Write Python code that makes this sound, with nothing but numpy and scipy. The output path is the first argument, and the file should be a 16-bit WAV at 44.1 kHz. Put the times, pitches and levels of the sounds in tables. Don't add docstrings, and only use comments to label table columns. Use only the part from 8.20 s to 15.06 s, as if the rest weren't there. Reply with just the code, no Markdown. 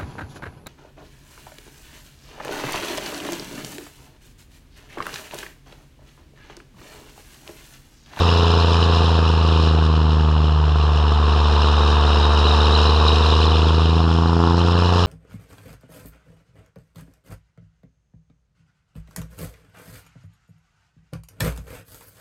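import sys
import numpy as np
from scipy import signal
from scipy.fft import rfft, irfft
from scipy.io import wavfile
from scipy.ndimage import uniform_filter1d

SR = 44100
rng = np.random.default_rng(int(sys.argv[2]) if len(sys.argv) > 2 else 0)


def pcm_store(signal):
    levels = np.round(np.clip(np.atleast_2d(signal), -1, 1) * 32767)
    wavfile.write(sys.argv[1], SR, levels.astype(np.int16).T)


N = 302526
TIME = np.arange(N) / SR


def undb(db):
    return 10 ** (np.asarray(db) / 20)


def unit(x):
    return x / np.sqrt(np.mean(x ** 2))


def steady(x):
    window = SR // 4
    return x / np.sqrt(uniform_filter1d(uniform_filter1d(x ** 2, window), window) + 1e-12)


def curve(table):
    return np.interp(TIME, *np.transpose(table))


def noise():
    return rng.standard_normal(N)


def flutter(width_hz):
    return unit(signal.sosfilt(signal.butter(2, width_hz, fs=SR, output="sos"), noise()))


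def colour(x, points):
    taps = 8192
    hz, db = np.transpose(points)
    bin_hz = np.arange(taps // 2 + 1) * SR / taps
    gain = undb(np.interp(np.log(bin_hz + 1), np.log(hz), db))
    cepstrum = irfft(np.log(gain))
    cepstrum[1:taps // 2] *= 2
    cepstrum[taps // 2 + 1:] = 0
    return signal.fftconvolve(x, irfft(np.exp(rfft(cepstrum))))[:N]


def resonate(x, hz, width_hz):
    return signal.lfilter(*signal.iirpeak(hz, hz / width_hz, fs=SR), x)


def pulses(at, size):
    at = np.clip(at, 0, N - 2)
    i = at.astype(int)
    return np.bincount(i, size * (1 - at + i), N) + np.bincount(i + 1, size * (at - i), N)


# frequency in Hz, relative level in dB.
TYRE_SPECTRUM = [(15, -15), (30, -16), (60, -11.5), (150, 10.5), (400, 3), (600, -21), (1000, -29),
                 (1600, -29.5), (2150, -16), (3000, -7), (5200, -33), (7000, -23), (12000, -67)]

def road(tyre_db=-39, wind_db=-46):
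    gust_db = 2.5 * np.interp(TIME, np.linspace(0, TIME[-1], 70), rng.standard_normal(70))
    wind = signal.sosfilt(signal.butter(2, [14, 55], "band", fs=SR, output="sos"), noise())
    tyres = colour(noise(), TYRE_SPECTRUM)
    return undb(tyre_db) * unit(tyres) + undb(wind_db) * unit(wind * undb(gust_db))


# time in seconds, flow in dB above its average.
GAS_FLOW = [(0, 1.5), (.9, 0.7), (1.15, -2), (1.4, .5), (1.7, -3.5), (2.45, -6), (3.1, -1.5), (3.5, 1),
            (4.1, 2), (4.5, 4.5), (5.15, 3), (5.6, 0.5), (6.1, -5), (6.5, -1.1), (6.86, 0)]

def flow_db():
    return curve(GAS_FLOW)


# time in seconds, pitch in Hz.
TURBO_PITCH = [(0, 12200), (.15, 11600), (.5, 10500), (1.0, 9400), (2.2, 7650), (4.5, 8900), (6.0, 9100),
               (6.5, 10800), (6.86, 11450)]

def turbo(level_db=-67.5, db_per_flow_db=1.2):
    tone = np.sin(2 * np.pi * np.cumsum(curve(TURBO_PITCH)) / SR)
    return undb(level_db + db_per_flow_db * flow_db()) * unit(flutter(420) * tone)


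# time in seconds, firing rate in Hz.
FIRING_RATE = [(0, 85.44), (0.45, 83.26), (0.75, 83.14), (1, 81.04), (1.3, 80.56), (1.9, 77.65),
               (2.95, 74.44), (3.9, 73.98), (4.45, 74.89), (5.1, 77.01), (6.1, 83.26), (6.86, 89.66)]
# time in seconds, steepness from 0 (round and late) to 1 (an early crack).
FRONT_STEEPNESS = [(0, .5), (.75, 0.51), (1.1, 0.56), (1.8, .8), (2.4, 0.69), (2.85, 0.32), (3.5, 0.062),
                   (4.4, .04), (5.05, 0.16), (5.5, .55), (5.85, 0.88), (6.25, 0.99), (6.55, .8),
                   (6.86, 0.59)]

def engine():
    return curve(FIRING_RATE), curve(FRONT_STEEPNESS)


def loudness(round_db, steep_db, shock_db, db_per_flow_db, db_per_hz, cruise_hz=78):
    hz, steep = engine()
    front_db = round_db + (steep_db - round_db) * steep + shock_db * steep ** 7
    return front_db + db_per_flow_db * flow_db() + db_per_hz * (hz - cruise_hz)


def puff(turn, size, delay, rise, fall, rest):
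    beat = turn - delay + .5
    offset = beat % 1 - .5
    firing = np.clip(np.floor(beat).astype(int), 0, len(size) - 1)
    width = np.where(offset < 0, rise, fall)
    shape = np.exp(-.5 * (offset / width) ** 2) * np.cos(np.pi * offset) ** .5
    return rest + size[firing] * shape


# frequency in Hz, relative level in dB.
HISS_SPECTRUM = [(3500, -45.5), (4600, -7), (5250, 2.5), (5700, -10), (6400, -15.5), (7100, -16),
                 (7700, -22.5), (8900, -24.5), (10500, -35.5), (11800, -35), (13000, -53.5), (14000, -53)]

def hiss(size, front_turn, flicker_db=1.07):
    size = size ** .3 * undb(2.2 * rng.standard_normal(len(size)))
    flow = puff(front_turn, size, delay=.15, rise=.089, fall=.12, rest=1.03)
    flicker = undb(flicker_db * flutter(14))
    return steady(colour(noise() * flow * flicker, HISS_SPECTRUM))


def whistle(turn, steep, count, centre_hz=3750, glide_hz=2700, hz_per_flow_db=22):
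    middle, length = .43 - .28 * steep, .21 - .1 * steep
    beat = turn - middle + 1.5
    firing = np.clip(beat.astype(int), 0, count - 1)
    offset = beat % 1 - .5
    loud, detune = rng.standard_normal((count, 2)).T
    wander_hz = (55 + 200 * steep) * detune[firing] + 80 * flutter(250)
    swell = undb(2.2 * loud[firing]) * (1 + .4 * flutter(250))
    hz = centre_hz + hz_per_flow_db * flow_db() - steep * glide_hz * offset + wander_hz
    gate = np.exp(-.5 * (offset / length) ** 2) * np.cos(np.pi * offset) ** .5
    return steady(gate * swell * np.sin(2 * np.pi * np.cumsum(hz) / SR))


# frequency in Hz, relative level in dB.
RASP_SPECTRUM = [(1500, -34), (2150, -44.5), (2400, -7.5), (2700, -4), (3000, -3.5), (3350, -7), (3700, -8),
                 (4050, -2.5), (4500, -14), (5500, -43.5), (9000, -84.5)]

def rasp(size, front_turn, steep, mode_hz=2900, mode_width_hz=260, mode_db=-3):
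    size = size ** .2 * undb(2.4 * rng.standard_normal(len(size)))
    flow = puff(front_turn, size, delay=.12, rise=.15, fall=.22, rest=1.15 - .5 * steep)
    spit = puff(front_turn, size, delay=.04, rise=.1, fall=.12, rest=.15)
    rush = colour(noise() * flow, RASP_SPECTRUM)
    ring = resonate(noise() * spit, mode_hz, mode_width_hz)
    ring = resonate(ring, mode_hz, 3 * mode_width_hz)
    return steady(steady(rush) + undb(mode_db) * steady(ring))


# frequency in Hz, relative level in dB.
CRACK_SPECTRUM = [(300, -2), (470, -17.5), (620, -13), (850, 6), (1100, 2), (1400, -1), (1750, -27),
                  (2150, -34.5), (3000, -38), (7000, -74)]
ROAR_SPECTRUM = [(350, -20), (560, -6.5), (640, -3), (720, 4), (780, -4.5), (870, 4), (1150, 4.5),
                 (1400, -4), (1700, -8), (2100, -22), (3000, -56.5), (7000, -83.5)]

def bark(at, size, front_turn, steep, round_crack_db=-11, steep_crack_db=4, lead_s=.0006):
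    crack = colour(pulses(at - lead_s * SR, -size), CRACK_SPECTRUM)
    flow = puff(front_turn, size ** .4, delay=-.013, rise=.19, fall=.36, rest=.62 - .33 * steep)
    roar = colour(noise() * flow, ROAR_SPECTRUM)
    crack_db = round_crack_db + (steep_crack_db - round_crack_db) * steep ** 4
    return steady(undb(crack_db) * steady(crack) + steady(roar))


# centre in Hz, width in Hz, relative ring level in dB,
# lift of a passing overtone in dB.
PIPE_MODES = [(134, 24, -3, -12), (225, 180, -4, 0.5), (343.2, 12, 7.5, 1.5), (420.3, 24.5, 8.5, 8.5),
              (471, 43, 4.5, 3.5)]
# frequency in Hz, relative level in dB.
CHURN_SPECTRUM = [(40, -17.5), (110, 5), (200, -6), (300, -0.5), (440, 2.5), (520, 15), (620, 6),
                  (900, -65.5)]

def lope(at, size, front_turn, steep, churn_db=-8, steep_churn_db=-3, lead_s=.00069,
         low_hz=130, top_hz=510):
    imbalance = 1 - size / uniform_filter1d(size, len(CYLINDER_STRENGTHS))
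    uneven = pulses(at - lead_s * SR, imbalance)
    uneven = signal.sosfiltfilt(signal.butter(6, top_hz, fs=SR, output="sos"), uneven)
    gulp = signal.sosfiltfilt(signal.butter(1, low_hz, "high", fs=SR, output="sos"), uneven)
    ring = sum(undb(db) * resonate(uneven, hz, width) for hz, width, db, _ in PIPE_MODES)
    flow = puff(front_turn, np.sqrt(size), delay=0, rise=.12, fall=.3, rest=.7)
    churn = colour(noise() * flow, CHURN_SPECTRUM)
    gulp_share = .7 * steep ** 2
    chug = steady(gulp_share * steady(gulp) + (1 - gulp_share) * steady(ring))
    return steady(chug + undb(churn_db + steep_churn_db * steep) * steady(churn))


def pipe_lift(hz, sharpness=5.8):
    return sum(lift_db / (1 + (sharpness * (hz - centre) / width) ** 2)
               for centre, width, _, lift_db in PIPE_MODES)


# base level in dB with a round front,
# the same with a steep front, extra dB once it is a shock, dB per dB of gas flow, dB per Hz above cruise.
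FIRING_ORDERS = [(-15.6, -13.5, -3, 0.15, -0.17), (-33.5, -20, -1.5, 0, -0.14),
                 (-36.5, -32, 9.5, .5, -0.27), (-51.5, -26, 7.5, 1.66, -0.12), (-43.5, -31, -2, 1.1, 0.24),
                 (-35, -38.5, 5.5, 0.86, -0.04)]

def pressure_wave(hz, turn, front_turn, skew_rad=2.53, dip_at_s=2.53, dip_width_s=.13, dip_db=-12.5):
    first_db, *upper_db = [loudness(*law) for law in FIRING_ORDERS]
    dip = np.exp(-.5 * ((TIME - dip_at_s) / dip_width_s) ** 2)
    wave = undb(first_db) * np.cos(2 * np.pi * turn)
    for order, db in enumerate(upper_db, 2):
        gain = undb(db + pipe_lift(order * hz) + dip_db * dip * (order == 3))
        wave += gain * np.cos(2 * np.pi * order * front_turn - skew_rad)
    return np.sqrt(2) * wave


# strength in dB with a round front, then with a steep front.
CYLINDER_STRENGTHS = [(-1.5, -1.4), (0.9, 4.3), (0.6, -1.1), (-1.6, -1.7), (0.7, 4.1), (1.0, -1.3)]
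GAS_LEVELS = {"lope": (-28, -30, -2.5, 0.62, 0.35), "bark": (-21.5, -30.5, 6, 0.18, 0.3535),
              "rasp": (-30.5, -33, -5.5, 0.68, 0.26), "whistle": (-35.5, -36, 4.5, 1.96, 0),
              "hiss": (-37, -43.5, 2.5, 0.76, 0.5)}

def exhaust(surge_db=.88, scatter_db=.77, jitter_s=.00006):
    hz, steep = engine()
    lope_db, bark_db, rasp_db, whistle_db, hiss_db = [loudness(*law) for law in GAS_LEVELS.values()]
    turn = .095 + np.cumsum(hz) / SR
    front_turn = turn - (.89 - .27 * steep)
    firing = np.arange(int(front_turn[-1]) + 1)
    at = np.interp(firing, front_turn, np.arange(N))
    loud, late = rng.standard_normal((len(firing), 2)).T
    round_db, steep_db = np.array(CYLINDER_STRENGTHS)[firing % len(CYLINDER_STRENGTHS)].T
    size = undb(round_db + (steep_db - round_db) * steep[at.astype(int)] + scatter_db * loud)
    at = at + jitter_s * SR * late
    jet_db = surge_db * flutter(9)
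    return (pressure_wave(hz, turn, front_turn)
            + undb(lope_db) * lope(at, size, front_turn, steep)
            + undb(bark_db) * bark(at, size, front_turn, steep)
            + undb(rasp_db + jet_db) * rasp(size, front_turn, steep)
            + undb(whistle_db + jet_db) * whistle(turn, steep, count=len(firing) + 3)
            + undb(hiss_db + jet_db) * hiss(size, front_turn))


def scene():
    return (exhaust() + turbo() + road())[None]


def record(dry, top_hz=14200):
    return signal.sosfilt(signal.ellip(8, .2, 70, top_hz, fs=SR, output="sos"), dry)


dry = scene()
out = record(dry)
pcm_store(out)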